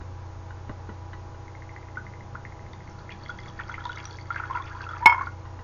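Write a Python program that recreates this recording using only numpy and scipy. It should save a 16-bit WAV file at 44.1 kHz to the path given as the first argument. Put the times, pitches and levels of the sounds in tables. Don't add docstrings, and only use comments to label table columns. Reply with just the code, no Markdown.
import sys
import numpy as np
from scipy import signal
from scipy.fft import rfft, irfft, next_fast_len
from scipy.io import wavfile
from scipy.ndimage import map_coordinates

SR = 44100
rng = np.random.default_rng(int(sys.argv[2]) if len(sys.argv) > 2 else 0)


def wrap_up_sound(samples):
    columns = np.atleast_2d(samples).T
    tamed = np.clip(columns, -1, 1)
    steps = np.round(tamed * 32767).astype(np.int16)
    wavfile.write(sys.argv[1], SR, steps)


N = 248327

# pitch in Hz, base level in dB rms.
HUM_TONES = [(58.5, -56.5), (90.2, -44), (119.2, -49), (327, -58), (368, -64.5), (490, -63), (653, -64.5),
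             (818, -56.5), (981, -59)]
# frequency in Hz, relative level in dB per Hz.
AIR_COLOUR = [(20, -0.5), (45, 3), (75, -2), (140, -3), (200, -12.5), (330, -10.5), (600, -11.5),
              (720, -15), (850, -8.5), (1050, -11.5), (1600, -19.5), (3000, -30), (5000, -31.5),
              (6600, -30.5)]
# frequency in Hz, time to fall 60 dB in seconds.
ROOM_DECAY = [(150, .25), (1000, 0.24), (3000, 0.29), (7000, 0.2)]
# start in seconds, rustle level in dB (before a common trim), thud level in dB.
TOUCHES = [(0.0094, -31.5, -38), (0.505, -30.5, -56), (0.694, -25, -29), (0.890, -28.5, -32),
           (1.1316, -24, -49), (1.3437, -35, -54), (5.453, -30, -53), (5.5889, -30.5, -46)]
# frequency in Hz, relative level in dB.
RUSTLE_COLOUR = [(300, -19.5), (800, 0.5), (1500, 10.5), (2000, -5.5), (3200, -13), (7000, -44.5)]
# frequency in Hz, relative level in dB.
THUD_COLOUR = [(30, -5), (85, 6.5), (180, -1.5), (400, -5.5), (700, -16), (1500, -53)]
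# centre in Hz, width in Hz, gain in dB.
BOTTLE_MODES = [(1017, 90, 7.5), (1480, 130, -4), (1930, 80, 10.5), (2880, 90, 7.5), (3850, 100, 13)]
# start in seconds, level in dB, extra level of the low body modes in dB against the rim ring.
CONTACTS = [(5.0578, 1.5, 1.5), (5.0952, -10.5, -6), (5.1235, -19, -10)]
# pitch in Hz, level in dB, time to fall 60 dB in seconds.
GLASS_MODES = [(902.7, -4.5, 0.084), (955.5, -10, 0.19), (1034, -17.5, 0.11), (1140, -25, 0.18),
               (1268, -28.5, 0.22), (1436, -25, 0.25), (1722, -25, .12), (2195, -2, 0.11),
               (2143, -27.5, 0.14), (2115, -34, 0.59), (2414, -22.5, 0.068), (3175, -26, 0.086),
               (4510, -38, 0.09), (5302, -33.5, 0.089), (5160, -34.5, 0.065), (6530, -34, 0.034)]
# centre in Hz, width in Hz, gain in dB.
CAVITY_MODES = [(963, 21, -3), (1364, 130, -2.5), (1690, 130, -13), (2090, 37, -6.5), (3080, 21, -15.5),
                (3362, 61, 0), (3800, 84, -9.5), (4565, 290, -3), (5400, 75, -4.5), (6080, 290, -4.5)]
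# start in seconds, level in dB (before the trims of tick and ping), ping pitch in Hz.
DROPLETS = [(2.7324, -33.5, 3600), (3.104, -33, 2730), (3.1198, -32, 3280), (3.235, -35.5, 4440),
            (3.261, -38, 3270), (3.3014, -33.5, 3340), (3.3858, -37.5, 3290), (3.4341, -38, 3350),
            (3.482, -34, 3440), (3.6347, -36, 3190), (3.716, -37.5, 3320), (3.8402, -35.5, 3410),
            (3.8534, -24, 3570), (3.8916, -34, 3800), (3.918, -29, 3460), (3.9293, -28.5, 2980),
            (4, -33.5, 3260), (4.054, -22, 5730), (4.11, -36, 3430), (4.211, -39, 4540), (4.622, -34, 3470),
            (4.6754, -37, 3450), (4.89, -35, 3410)]
# middle in seconds, level in dB.
GUSH_PEAKS = [(3.118, -45), (3.609, -45), (3.748, -48.5), (3.995, -43.5), (4.385, -45.5), (4.679, -45.5)]
# time in seconds, churn level in dB, spray level in dB.
STREAM_LEVELS = [(2.8, -72.5, -70.5), (3.05, -56.5, -64.5), (3.3, -67, -63), (3.44, -58.5, -60.5),
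                 (3.82, -51, -65.5), (4.06, -50, -57), (4.19, -63.5, -56), (4.35, -46, -65.5),
                 (4.84, -50.5, -62.5), (5.03, -51, -70.5), (5.23, -52, -71), (5.3, -63, -70)]
# start in seconds, level in dB (before the mix of direct and tumbler sound), starting pitch in Hz,
# life in seconds.
BIG_BUBBLES = [(1.9712, -26, 1440, 0.026), (2.349, -31, 980, 0.011), (2.3528, -30, 1364, 0.015),
               (3.2925, -27.5, 1383, 0.027), (3.5909, -29, 1770, 0.015), (3.599, -24.5, 1380, 0.0097),
               (3.6948, -27, 1377, 0.015), (3.78, -31, 1314, 0.013), (3.853, -26, 945, 0.028),
               (3.894, -27, 1387, 0.025), (4.3046, -20.5, 1338, 0.021), (4.3598, -21.5, 1520, 0.011),
               (4.3989, -23, 1365, 0.014), (4.4358, -28.5, 1380, .018), (4.4992, -27.5, 990, 0.017),
               (4.509, -24, 1039, .022), (4.5494, -24, 957, .046), (4.5717, -29, 1370, 0.014),
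               (4.5991, -29, 1043, 0.0345), (4.7002, -36, 1350, 0.023), (4.748, -34.5, 970, .04),
               (4.807, -30.5, 1505, 0.014), (4.8655, -32.5, 1316, 0.022), (4.8894, -27, 1360, 0.011),
               (4.9086, -32, 1360, 0.02), (4.9338, -28.5, 1270, 0.015), (5.0073, -33, 864, 0.035),
               (5.0223, -23, 934, .052), (5.1213, -14.5, 942, 0.019), (5.1242, -18.5, 1350, 0.014),
               (5.1444, -17.5, 980, 0.014), (5.1797, -23, 1007, 0.021), (5.1902, -27, 1380, 0.015),
               (5.2097, -18, 1052, 0.025), (5.2695, -27.5, 1366, 0.022)]
# start in seconds, number of gulps, blip peak of the first in dB, change from gulp to gulp in dB.
GULP_RUNS = [(1.4803, 5, -41, 2), (1.8287, 1, -43.5, 5), (1.8856, 2, -42, -1), (2.066, 3, -36, -2),
             (2.4514, 1, -31, 0), (2.5225, 6, -43.5, 0.5), (3.0929, 1, -32.5, -3), (3.2608, 1, -36.5, 0),
             (3.3887, 2, -33, -5), (3.7418, 1, -26.5, 0), (3.9739, 1, -32, 0), (4.1864, 2, -34, -9),
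             (4.3635, 1, -27.5, 2.5), (4.5723, 1, -30.5, 0)]

HUM_DIP_S, HUM_DIP_WIDTH_S, HUM_DIP_DB, HUM_LOW_DB = 3.04, 1.47, -6.5, 3
RUMBLE_START_S, RUMBLE_END_S, RUMBLE_FADE_S, RUMBLE_DB = 1.8, 3.88, .2, -54
GUSH_S = .05
BUBBLE_RISE = 0.13
GULP_S = .0707
TOP_HZ = 15940


def amp(db):
    return 10 ** (np.asarray(db) / 20)


def unit(x):
    return x / np.sqrt(np.mean(x ** 2) + 1e-20)


def along(points, hz):
    f, v = np.transpose(points)
    return np.interp(np.log(hz + 1), np.log(f + 1), v)


def clock(seconds):
    return np.arange(int(seconds * SR)) / SR


def add(track, s, sound):
    part = track[max(round(s * SR), 0):][:len(sound)]
    part += sound[:len(part)]


def wobble(rate):
    knots = rng.standard_normal(int(N * rate / SR) + 4)
    return map_coordinates(knots, [np.arange(N) * rate / SR])


def filtered(x, response):
    m = next_fast_len(len(x) + SR // 4)
    spectrum = rfft(x, m) * response(np.fft.rfftfreq(m, 1 / SR))
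    return irfft(spectrum, m)[:len(x)]


def noise(colour, size=N):
    return unit(filtered(rng.standard_normal(size), lambda hz: amp(along(colour, hz))))


def resonate(x, modes):
    def response(f):
        return sum(amp(db) * 1j * f * w / (c * c - f * f + 1j * f * w) for c, w, db in modes)
    return filtered(x, response)


def tumbler(x):
    return resonate(x, CAVITY_MODES)


def bubble(hz, life, rise, onset=5, fade_db=40):
    t = clock(2 * life)
    swell = (1 - np.exp(-onset * t / life)) * amp(-fade_db * t / life)
    chirp = np.sin(2 * np.pi * hz * t * (1 + rise * t / life / 2))
    return swell / swell.max() * chirp


def swarm(count, centre_hz, spread, cycles, scatter_db, direct):
    out, start, end = np.zeros(N), STREAM_LEVELS[0][0], STREAM_LEVELS[-1][0]
    times = start + (end - start) * (np.arange(count) + 2 * rng.random(count)) / count
    for s, (pitch, size, life) in zip(times, np.clip(rng.standard_normal((count, 3)), -2, 2)):
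        hz = centre_hz * np.exp(spread * pitch)
        add(out, s, amp(scatter_db * size) * bubble(hz, cycles * np.exp(.5 * life) / hz, 0.036))
    return unit(direct * out + tumbler(out)) * np.sqrt((end - start) * SR / N)


def computer(air_db=-46, waver_db=0.66, drift=0.13, low_hz=100):
    t = np.arange(N) / SR
    low_swell = HUM_LOW_DB + HUM_DIP_DB * np.exp(-((t - HUM_DIP_S) / HUM_DIP_WIDTH_S) ** 2)
    tones = np.zeros(N)
    for hz, db in HUM_TONES:
        phase = 2 * np.pi * (hz * t + rng.random())
        phase += drift * np.sqrt(hz / HUM_TONES[0][0]) * wobble(5)
        tones += amp(db + low_swell * (hz < low_hz) + waver_db * wobble(2)) * np.sin(phase)
    return np.sqrt(2) * tones + amp(air_db) * noise(AIR_COLOUR)


def wall(x, delay=.0165):
    return np.pad(x, (int(delay * SR), 0))[:N]


def room(x, delay=.008):
    hz, t, z = signal.stft(rng.standard_normal(SR // 2), SR, nperseg=256)
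    decay = amp(-60 * t / along(ROOM_DECAY, hz)[:, None])
    tail = signal.istft(z * decay, SR, nperseg=256)[1]
    delayed = np.pad(tail / np.linalg.norm(tail), (int(delay * SR), 0))
    return signal.fftconvolve(x, delayed)[:N]


def handling(rustle_db=-10, rustle_t60=0.047, thud_t60=0.1):
    rustles, thuds, t = np.zeros(N), np.zeros(N), clock(0.14)
    soft = 1 - np.exp(-t / 0.00094)
    for s, high_db, low_db in TOUCHES:
        rustle = noise(RUSTLE_COLOUR, size=len(t))
        add(rustles, s, soft * amp(high_db + rustle_db - 60 * t / rustle_t60) * rustle)
        thud = noise(THUD_COLOUR, size=len(t))
        add(thuds, s, soft * amp(low_db - 60 * t / thud_t60) * thud)
    return .5 * rustles + resonate(rustles, BOTTLE_MODES) + thuds


def rumble():
    t = np.arange(N) / SR
    swell = np.clip(np.minimum(t - RUMBLE_START_S, RUMBLE_END_S - t) / RUMBLE_FADE_S, 0, 1)
    colour = [(90, -31.0), (140, 0.5), (185, -1.5), (260, -11.5), (600, -27.5), (1200, -55)]
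    return amp(RUMBLE_DB) * swell * noise(colour)


def clink(attack=0.0021, body_top_hz=1900, crack_db=-17, crack_t60=0.088, choke_s=5.15, choke_db=-6):
    out, t = np.zeros(N), clock(.55)
    colour = [(100, -14.5), (400, -7.0), (900, 11.5), (1550, 1), (2300, 8.5), (4000, -23.0), (7000, -26.0)]
    for s, db, body_db in CONTACTS:
        since_first = t + s - CONTACTS[0][0]
        for hz, mode_db, t60 in GLASS_MODES:
            level_db = db + mode_db + body_db * (hz < body_top_hz)
            swell = (1 - np.exp(-t / attack)) * amp(level_db - 60 * t / t60)
            add(out, s, swell * np.sin(2 * np.pi * hz * since_first))
        crack = noise(colour, size=len(t))
        add(out, s, amp(db + crack_db - 60 * t / crack_t60) * crack)
    choke = np.clip((np.arange(N) / SR - choke_s) / 0.0091, 0, 1)
    return out * amp(choke_db * choke)


def drops(ping_db=-6, life=0.0096, slap_db=-7, slap_t60=0.014):
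    out, t = np.zeros(N), clock(.04)
    colour = [(700, -15.0), (1700, 10.0), (2600, 2.0), (4000, 2.5), (7000, -4.5)]
    for s, db, hz in DROPLETS:
        slap = noise(colour, size=len(t))
        add(out, s, amp(db + slap_db - 60 * t / slap_t60) * slap)
        add(out, s, amp(db + ping_db) * bubble(hz, life, 0.021))
    return .5 * out + tumbler(out)


def gushes():
    t = np.arange(N) / SR
    swell = np.zeros(N)
    for s, db in GUSH_PEAKS:
        swell += amp(db) * np.cos(np.pi * np.clip((t - s) / GUSH_S, -.5, .5)) ** 2
    return swell * swarm(count=1800, centre_hz=2316, spread=0.18, cycles=10, scatter_db=2, direct=0.86)


def stream(gurgle_db=-1, surge_db=4.0):
    def level(s, db):
        return amp(np.interp(np.arange(N) / SR, s, db, left=-120, right=-120))
    s, churn_db, spray_db = np.transpose(STREAM_LEVELS)
    gurgle = swarm(count=260, centre_hz=1217, spread=0.2, cycles=17, scatter_db=2.0, direct=0.9)
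    churn = swarm(count=800, centre_hz=1692, spread=0.303, cycles=9.8, scatter_db=6, direct=0.23)
    spray = swarm(count=1000, centre_hz=4310, spread=0.31, cycles=6.5, scatter_db=7.5, direct=.22)
    splash = level(s, churn_db) * (churn + amp(gurgle_db) * gurgle) + level(s, spray_db) * spray
    return splash * amp(surge_db * wobble(35))


def plops(direct_db=-1, cavity_db=-11, slap_db=-8.5, slap_t60=0.065):
    tones, slaps, t = np.zeros(N), np.zeros(N), clock(0.051)
    colour = [(500, -19.5), (900, 13), (2000, 3.5), (2900, -17.5), (5000, -32)]
    for s, db, hz, life in BIG_BUBBLES:
        add(tones, s, amp(db) * bubble(hz, life, BUBBLE_RISE))
        slap = noise(colour, size=len(t))
        add(slaps, s, amp(db + slap_db - 60 * t / slap_t60) * slap)
    direct = amp(direct_db) * tones + .5 * slaps
    return direct + tumbler(amp(cavity_db) * tones + slaps)


def glugs(blip_hz=1930, life=0.0063, rise=0.17, ring_db=-11, ring_hz=2085, ring_t60=0.12,
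          smack_db=-12, smack_t60=0.023):
    out, t = np.zeros(N), clock(.15)
    colour = [(400, -19.5), (900, 6.5), (2300, -3), (3200, -21)]
    gulps = []
    for s, count, db, step_db in GULP_RUNS:
        gulps += [(s + k * GULP_S, db + k * step_db) for k in range(round(count))]
    for (s, db), (pitch, phase) in zip(gulps, rng.standard_normal((len(gulps), 2))):
        add(out, s, amp(db) * bubble(blip_hz * np.exp(.025 * pitch), life, rise))
        ring = np.sin(2 * np.pi * ring_hz * np.exp(.006 * pitch) * t + np.pi * phase)
        add(out, s, amp(db + ring_db - 60 * t / ring_t60) * (1 - np.exp(-t / 0.0012)) * ring)
        smack = noise(colour, size=len(t))
        add(out, s, amp(db + smack_db - 60 * t / smack_t60) * smack)
    return out


def scene(pour_room_db=-12, clink_room_db=-19, wall_db=-14):
    pour = glugs() + plops() + drops() + stream() + gushes() + rumble() + handling()
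    glass = clink()
    echo = amp(wall_db) * wall(pour)
    reverb = room(amp(pour_room_db) * pour + amp(clink_room_db) * glass)
    return (pour + glass + echo + reverb + computer())[None]


def record(dry, band_hz=6900):
    narrow = filtered(dry[0], lambda hz: 1 / np.sqrt(1 + (hz / band_hz) ** 90))
    clipped = np.clip(narrow, -.81, .81)
    return filtered(clipped, lambda hz: hz < TOP_HZ)[None]


dry = scene()
out = record(dry)
wrap_up_sound(out)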